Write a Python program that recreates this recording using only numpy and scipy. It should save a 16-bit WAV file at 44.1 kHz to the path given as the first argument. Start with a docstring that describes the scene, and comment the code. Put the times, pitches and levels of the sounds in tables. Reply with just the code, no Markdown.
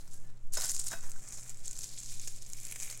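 """Hands gather and lift dry herb sprigs out of a ceramic bowl on a kitchen counter, close to a phone.
Leaves rustle as dense tiny cracks, stems snap, scissors knock the bowl so that it rings briefly;
a fridge hums over quiet room noise and slow air pressure rocks the microphone."""
import sys
import numpy as np
from scipy import signal
from scipy.fft import rfft, irfft, next_fast_len
from scipy.io import wavfile
from scipy.ndimage import uniform_filter1d

SR = 44100
rng = np.random.default_rng(int(sys.argv[2]) if len(sys.argv) > 2 else 0)


def unload_wav(signal):
    """Save mono or channel-first audio to the path in sys.argv[1] as 16-bit WAV at rate SR, clipped to [-1, 1]."""
    wavfile.write(
        sys.argv[1],
        SR,
        np.round(np.clip(np.atleast_2d(signal).T, -1, 1) * 32767).astype(np.int16),
    )


N = 132300

# handling of the herbs (s, level dB of: leaf rustle, its top octave, stem scrape, the rustle's lower treble)
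HANDLING = [(0.0, -60, -65, -72, -69), (0.05, -75, -72, -71, -74),
            (0.12, -61.5, -68, -84, -67),
            (0.21, -62, -67.5, -72, -80),
            (0.3, -71, -84, -66.5, -72.5), (0.4, -78, -91, -86, -87),
            (0.47, -77, -80, -94, -105), 
            (0.5205, -74, -87, -89, -86), (0.5225, -58, -71, -69, -70),
            (0.54, -43.5, -43, -59, -46), (0.56, -42, -54, -53.5, -51),
            (0.62, -44, -42.5, -45.5, -47), (0.68, -41, -48, -57, -48),
            (0.72, -46.5, -50, -71, -56.5), 
            (0.82, -45.5, -63, -70, -58.5), (0.85, -52, -54, -63, -64),
            (0.88, -43, -51, -70, -50), (0.93, -53, -63, -47, -62),
            (0.96, -56, -62, -59.5, -62), (1.03, -56.5, -71, -62, -70.5),
            (1.1, -59, -66, -64, -73), 
            (1.25, -53.5, -70, -63, -72), (1.33, -47, -60, -60, -62),
            (1.42, -51.5, -64, -67, -69), (1.52, -59, -65, -65, -66.5),
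            (1.62, -62.5, -73, -73, -71), (1.67, -48.5, -61, -69, -58),
            (1.75, -55.5, -65.5, -69, -68), (1.84, -48, -55, -80, -51),
            (1.9, -54, -61, -68, -59.5), (1.98, -53, -63.5, -79, -57.5),
            (2.1, -49, -60, -64.5, -58.5), (2.2, -50, -60, -63.5, -54), (2.3, -55.5, -57.5, -69, -61),
            (2.4, -55, -67, -70, -61), (2.51, -60.5, -63, -68, -65), (2.6, -56.5, -61, -65.5, -66.2),
            (2.7, -54, -59, -59, -63.7), (2.76, -52, -56.0, -58, -67),
            (2.84, -44, -47.5, -52.5, -57.5), (2.91, -48.5, -56, -52, -65),
            (3.0, -58, -80, -66, -70)]
# colour of leaves and of stems (Hz, dB per Hz)
LEAF = [(1760, -12.5), (3000, -13.5), (4600, -6), (6570, 6), (7560, 7), (8700, 0), (11000, -8), (15100, -25.5),
        (16000, -20)]
STEM = [(300, -26.5), (545, -8), (750, -14.5), (1300, -13), (1950, -7), (2350, 1), (2750, -8), (3300, -8.5), (4500, -16)]  # fixed
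STEM_GRAINS_PER_S, STEM_SPREAD_DB, STEM_GRAIN_S = 1400, 0.5, 0.0017
# snaps of leaves and stems (s, level dB, centre Hz, stem share dB, length s)
SNAPS = [(0.0067, -54, 4000, -16, 0.0136), (0.0764, -51, 5600, -8, 0.0059), (0.1103, -54, 9800, -20, 0.0041),
         (0.1229, -52, 7500, -17, 0.0063), (0.1325, -48, 8200, -21, 0.0082), (0.1397, -49, 10900, -14, 0.0082),
         (0.2722, -60, 8200, -13, 0.005), (0.37, -65, 4000, -13, 0.01), (0.5225, -47, 7500, -21, 0.003),
         (0.5704, -32, 4800, -11, 0.0118), (0.601, -30, 7900, -17, 0.0036), (0.6097, -27, 4000, -24, 0.0036),
         (0.6195, -33, 4500, -24, 0.0077), (0.6398, -29, 7500, -32, 0.005), (0.6453, -30, 4900, -24, 0.0073),
         (0.6895, -32, 7000, -24, 0.004), (0.693, -27, 6000, -25, 0.0091), (0.6993, -33, 5900, -19, 0.0109),
         (0.7039, -33, 6800, -19, 0.0063), (0.7083, -31, 10300, -25, 0.0045), (0.7171, -26, 10100, -33, 0.0023),
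         (0.7458, -31, 6600, -30, 0.0063), (0.7495, -36, 7700, -24, 0.0086), (0.7648, -26, 5900, -35, 0.0018),
         (0.7932, -25, 8800, -33, 0.002), (0.7963, -24, 8100, -33, 0.0027), (0.8, -35, 5000, -21, 0.0059),
         (0.8064, -33, 7900, -41, 0.0032), (0.8147, -32, 7800, -27, 0.0018), (0.8407, -34, 8000, -37, 0.0036),
         (0.8653, -30, 9100, -23, 0.0018), (0.8684, -34, 6200, -21, 0.0068), (0.8826, -28, 9600, -20, 0.0018),
         (0.9118, -31, 5900, -38, 0.0027), (0.9277, -39, 6400, -9, 0.0091), (1.0078, -41, 6800, -26, 0.0027),
         (1.0966, -40, 13900, -23, 0.0027), (1.1078, -41, 8100, -37, 0.0018), (1.117, -33, 7300, -22, 0.0018),
         (1.2863, -39, 8200, -24, 0.0054), (1.3236, -35, 6700, -16, 0.0027), (1.3965, -39, 7800, -23, 0.0014),
         (1.4946, -32, 7400, -23, 0.0023), (1.4996, -43, 5700, -12, 0.0082), (1.5446, -42, 6000, -35, 0.0018),
         (1.5707, -48, 8000, -21, 0.0073), (1.6582, -34, 8300, -29, 0.0023), (1.6638, -38, 6300, -21, 0.0018),
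         (1.675, -36, 8200, -25, 0.0018), (1.6794, -27, 7400, -32, 0.0023), (1.7106, -32, 7300, -26, 0.0032),
         (1.7287, -41, 5700, -18, 0.0068), (1.7656, -36, 7500, -31, 0.0018), (1.7749, -37, 5900, -24, 0.0023),
         (1.7875, -37, 7000, -28, 0.002), (1.7895, -31, 6600, -29, 0.0027), (1.8078, -37, 6200, -40, 0.0036),
         (1.8165, -41, 6700, -30, 0.006), (1.8318, -34, 6500, -24, 0.0023), (1.834, -40, 5000, -14, 0.01),
         (1.8417, -31, 6500, -24, 0.0036), (1.9858, -37, 7800, -24, 0.005), (1.9907, -39, 7900, -22, 0.0054),
         (2.0015, -37, 7900, -18, 0.0041), (2.0316, -38, 6200, -37, 0.0032), (2.0605, -37, 6400, -30, 0.0023),
         (2.1955, -39, 6000, -21, 0.0095), (2.2162, -41, 8100, -12, 0.0041), (2.2737, -33, 6700, -11, 0.0059),
         (2.2791, -36, 6000, -16, 0.0082), (2.3606, -42, 7400, -20, 0.0054), (2.422, -41, 6300, -31, 0.0032),
         (2.4611, -45, 6600, -16, 0.0118), (2.4996, -39, 8900, -23, 0.0032), (2.533, -31, 6100, -23, 0.0032),
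         (2.601, -40, 10600, -19, 0.0023), (2.6512, -32, 7500, -25, 0.0032), (2.6671, -39, 12300, -19, 0.0036),
         (2.702, -40, 7500, -35, 0.0036), (2.7122, -36, 10800, -9, 0.0036), (2.7209, -36, 10900, -5, 0.0091),
         (2.7581, -39, 7400, -3, 0.0091), (2.7998, -33, 7600, -10, 0.0045), (2.8087, -32, 7200, -19, 0.0018),
         (2.8259, -30, 6800, -22, 0.0018), (2.8315, -30, 7300, -21, 0.0023), (2.8988, -37, 4400, -12, 0.0068),
         (2.9093, -38, 7700, -18, 0.0086), (2.9246, -44, 6200, -4, 0.0073), (2.9744, -39, 10700, -19, 0.0036)]  # fixed
# ring of the bowl (Hz, t60 s)
BOWL = [(673, .15), (1508, .25), (2579, .25), (3835, .21), (5208, .11), (6702, .1)]  # fixed
# knocks on the bowl (s, dB of each mode (none where hands damp it), clack dB, clack Hz, clack t60 s, pitched share of the clack 0-1)
KNOCKS = [(.5712, (-58, -66, -62, -48, -36, -33), -32, 1500, .016, .7),  # fixed
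          (.5735, (), -33, 620, .045, .7),  # fixed
          (.581, (), -36, 1000, .03, .6),  # fixed
          (.587, (), -37, 520, .03, .5),  # fixed
          (.635, (), -41, 1150, .025, .6),  # fixed
          (.651, (), -43, 1500, .05, .7),  # fixed
          (.917, (-54, -64, -70, -51, -49, -50), -37, 1680, .022, .85),  # fixed
          (.935, (-43, -56, -58, -64, -62, -62), -31, 1560, .022, .95),  # fixed
          (1.140, (), -55, 1300, .03, .3),  # fixed
          (1.161, (), -51, 1560, .04, .85)]  # fixed
ROOM_T60_S, ROOM_DB = .25, -13  # fixed
# room noise (Hz, dB per Hz)
AIR = [(35, -3), (60, -6.5), (100, -12.5), (160, -11.5), (300, -19), (700, -26.5), (1500, -32), (3000, -36), (7000, -45), (16000, -50.5)]
AIR_DB, HUM_HZ, HUM_DB, HUM_WAVER_DB = -61, 119.7, -60.5, 1.2
# slow air pressure: colour (Hz, dB per Hz) and level (s, dB)
PRESSURE = [(1, -15.5), (3, -2), (7, 6), (12, -18.5), (20, -22), (30, -27), (35, -80), (42, -47), (60, -114)]
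PRESSURE_LEVEL = [(0, -37.5), (.4, -31), (.7, -28), (1.1, -33.5), (1.4, -38.5), (1.9, -31.5), (2.4, -32), (2.7, -44), (3, -31.5)]
TOP_HZ = 16000  # fixed
# colour of stems while they scrape the bowl, until they are lifted out (Hz, dB per Hz)
STEM_IN_BOWL = [(200, -11.5), (350, -16), (600, -2), (850, -2), (1100, -3.5), (1550, -1), (1900, -3), (3000, -12), (4500, -14.5)]
LIFT_S, LIFT_LASTS_S = 1.18, 0.79
SNAP_WIDTH, SNAP_CENTRE_DB, SNAP_RISE, SNAP_RAGGED_DB = .2, 9, .18, 1.8  # fixed; width as share of centre, rise as share of length
SCRAPE_RING_DB = -23  # fixed
GRAINS_PER_S, GRAIN_S = 3000, .0012  # fixed; leaf cracks
GRAIN_SPREAD_DB, CLUSTER_DB, SNAP_BRIGHT = 2.4, 2.1, 0.4  # fixed; brightness = share of the last sample taken off
# faint thin tones (start s, length s, Hz, dB rms)
TONES = [(.12, .09, 1610, -77), (.22, .12, 1735, -76), (1.645, .18, 1507, -75)]  # fixed
SNAP_TINT = .7  # fixed; share of the leaf colour that a snap takes on, so it spans more of the treble


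def undb(db):
    """Decibels to gain."""
    return 10 ** (np.asarray(db) / 20)


def unit(x):
    """Scale to rms 1."""
    return x / np.sqrt(np.mean(x ** 2))


def curve(table, axis):
    """A table column joined by straight lines in time."""
    rows = np.array(table)
    return np.interp(np.arange(N) / SR, rows[:, 0], rows[:, axis])


def colour(x, table):
    """Filter by (Hz, dB) points; the end levels hold beyond the ends."""
    size = next_fast_len(len(x) + 4096)  # fixed
    rows, hz = np.array(table), np.maximum(np.fft.rfftfreq(size, 1 / SR), 1e-3)  # fixed
    return irfft(rfft(x, size) * undb(np.interp(np.log(hz), np.log(rows[:, 0]), rows[:, 1])), size)[:len(x)]


def band(x, hz, width):
    """Two-pole resonance, gain 1 at the centre; width as share of the centre."""
    return signal.lfilter(*signal.iirpeak(min(hz, .45 * SR), 1 / np.clip(width, .02, 2), SR), x)  # fixed


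def walk(rate):
    """Random levels held 1 / rate s and slewed; spread near 1."""
    k = int(SR / rate)
    return unit(uniform_filter1d(np.repeat(rng.standard_normal(N // k + 1), k), k)[:N])


def add(out, at_s, x):
    """Mix x into out from a given time."""
    i = int(at_s * SR)
    out[i:i + len(x)] += x[:len(out) - i]


def grains(per_s, spread_db, grain_s):
    """Noise gated by random cracks of very unequal size, each dying away in grain_s."""
    chance = rng.random((2, N))
    sizes = (chance[0] < per_s / SR) * undb(np.minimum(-np.log(1 - chance[1]), 5) * spread_db)  # fixed
    return signal.lfilter([1], [1, -np.exp(-1 / (max(grain_s, 1e-4) * SR))], sizes) * rng.standard_normal(N)  # fixed


def rustle():
    """Leaf cracks, each in its own part of the treble, and duller stem scrapes come in the same clusters."""
    cluster = undb(CLUSTER_DB * walk(45.12))
    parts = [band(grains(GRAINS_PER_S / 5, GRAIN_SPREAD_DB, GRAIN_S), hz, .6) for hz in 3500 * 1.45 ** np.arange(5)]  # fixed
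    leaves = colour(sum(unit(p) * 1.2 ** k for k, p in enumerate(parts)), LEAF) * cluster  # fixed
    top = colour(leaves, [(7500, -30), (9500, -8), (12000, 0)])  # fixed
    low = colour(leaves, [(4200, 0), (5200, -6), (6500, -30)])  # fixed
    leaves = sum(unit(part) * undb(curve(HANDLING, axis=k)) for part, k in ((leaves - top - low, 1), (top, 2), (low, 4)))
    stems = grains(STEM_GRAINS_PER_S, STEM_SPREAD_DB, STEM_GRAIN_S) * cluster
    lifted = np.clip((np.arange(N) / SR - LIFT_S) / LIFT_LASTS_S, 0, 1)
    stems = np.sqrt(lifted) * unit(colour(stems, STEM)) + np.sqrt(1 - lifted) * unit(colour(stems, STEM_IN_BOWL))
    return leaves, stems * undb(curve(HANDLING, axis=3))


def snaps():
    """Each snap is a ragged burst that swells and dies, with its own centre in the treble and a duller stem part."""
    out, t = np.zeros(N), np.arange(1600) / SR  # fixed
    noise = rng.standard_normal((len(SNAPS), 3, len(t)))
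    for (at, db, hz, stem_db, length), (a, b, c) in zip(SNAPS, noise):
        u = t / np.clip(length, .0003, .015)  # fixed
        swell = np.minimum(u / SNAP_RISE, 1) * np.exp(-2 * np.maximum(u - SNAP_RISE, 0))
        shape = swell * undb(SNAP_RAGGED_DB * unit(uniform_filter1d(c, size=24)))
        top = colour(a * shape + undb(SNAP_CENTRE_DB) * band(a * shape, hz, SNAP_WIDTH), np.array(LEAF) * [1, SNAP_TINT])
        top = signal.lfilter([1, -SNAP_BRIGHT], [1], top)
        low = colour(b * shape, STEM if at > LIFT_S else STEM_IN_BOWL)
        add(out, at, undb(db) * np.sqrt(np.mean(swell ** 2)) * (unit(top) + undb(stem_db) * unit(low)))
    return out


def bowl(scrape):
    """Each knock rings the modes as its place allows and adds a short clack; scraping stems ring the bowl faintly."""
    out, t = np.zeros(N), np.arange(SR // 2) / SR
    fade = lambda t60: np.exp(-np.log(1000) * t / t60)
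    modes = np.array([fade(t60) * np.sin(2 * np.pi * hz * t) for hz, t60 in BOWL])
    for (at, dbs, clack_db, clack_hz, clack_s, pitched), noise in zip(KNOCKS, rng.standard_normal((len(KNOCKS), len(t)))):
        pitched = np.clip(pitched, 0, 1)
        clack = pitched * unit(fade(clack_s) * np.sin(2 * np.pi * clack_hz * t))
        clack = clack + (1 - pitched) * unit(colour(noise * fade(clack_s), STEM_IN_BOWL))
        add(out, at, undb(dbs) @ modes[:len(dbs)] + undb(clack_db) * clack / np.abs(clack).max())
    return out + undb(SCRAPE_RING_DB) * signal.fftconvolve(scrape, unit(modes.sum(axis=0)) / np.sqrt(len(t)))[:N]


def kitchen():
    """Room noise, fridge hum and slow pressure."""
    air = unit(colour(rng.standard_normal(N), [(11, -87)] + AIR)) * undb(AIR_DB + 1.0 * walk(6.0))
    hum = np.sqrt(2) * np.sin(2 * np.pi * HUM_HZ * np.arange(N) / SR) * undb(HUM_DB + HUM_WAVER_DB * walk(8.33))
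    return air + hum + unit(colour(rng.standard_normal(N), PRESSURE)) * undb(curve(PRESSURE_LEVEL, axis=1))


def tones():
    """Faint steady tones that fade in and out."""
    out = np.zeros(N)
    for at, length, hz, db in TONES:
        t = np.arange(int(length * SR)) / SR
        add(out, at, np.sqrt(2) * undb(db) * signal.windows.tukey(len(t), .5) * np.sin(2 * np.pi * hz * t))
    return out


def scene():
    """Herbs and bowl close by, a little of the kitchen's echo."""
    leaves, stems = rustle()
    near = leaves + stems + snaps() + bowl(stems)
    t = np.arange(SR // 2) / SR
    tail = rng.standard_normal(len(t)) * np.exp(-np.log(1000) * t / ROOM_T60_S) * np.minimum(t / 0.0031, 1)
    echo = signal.fftconvolve(near, tail / np.sqrt(np.sum(tail ** 2)))[:N]
    return (near + undb(ROOM_DB) * echo + kitchen() + tones())[None]


def record(dry):
    """The phone cuts the top."""
    return signal.sosfilt(signal.ellip(10, .2, 70, TOP_HZ, fs=SR, output="sos"), dry)  # fixed


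dry = scene()
out = record(dry)
unload_wav(out)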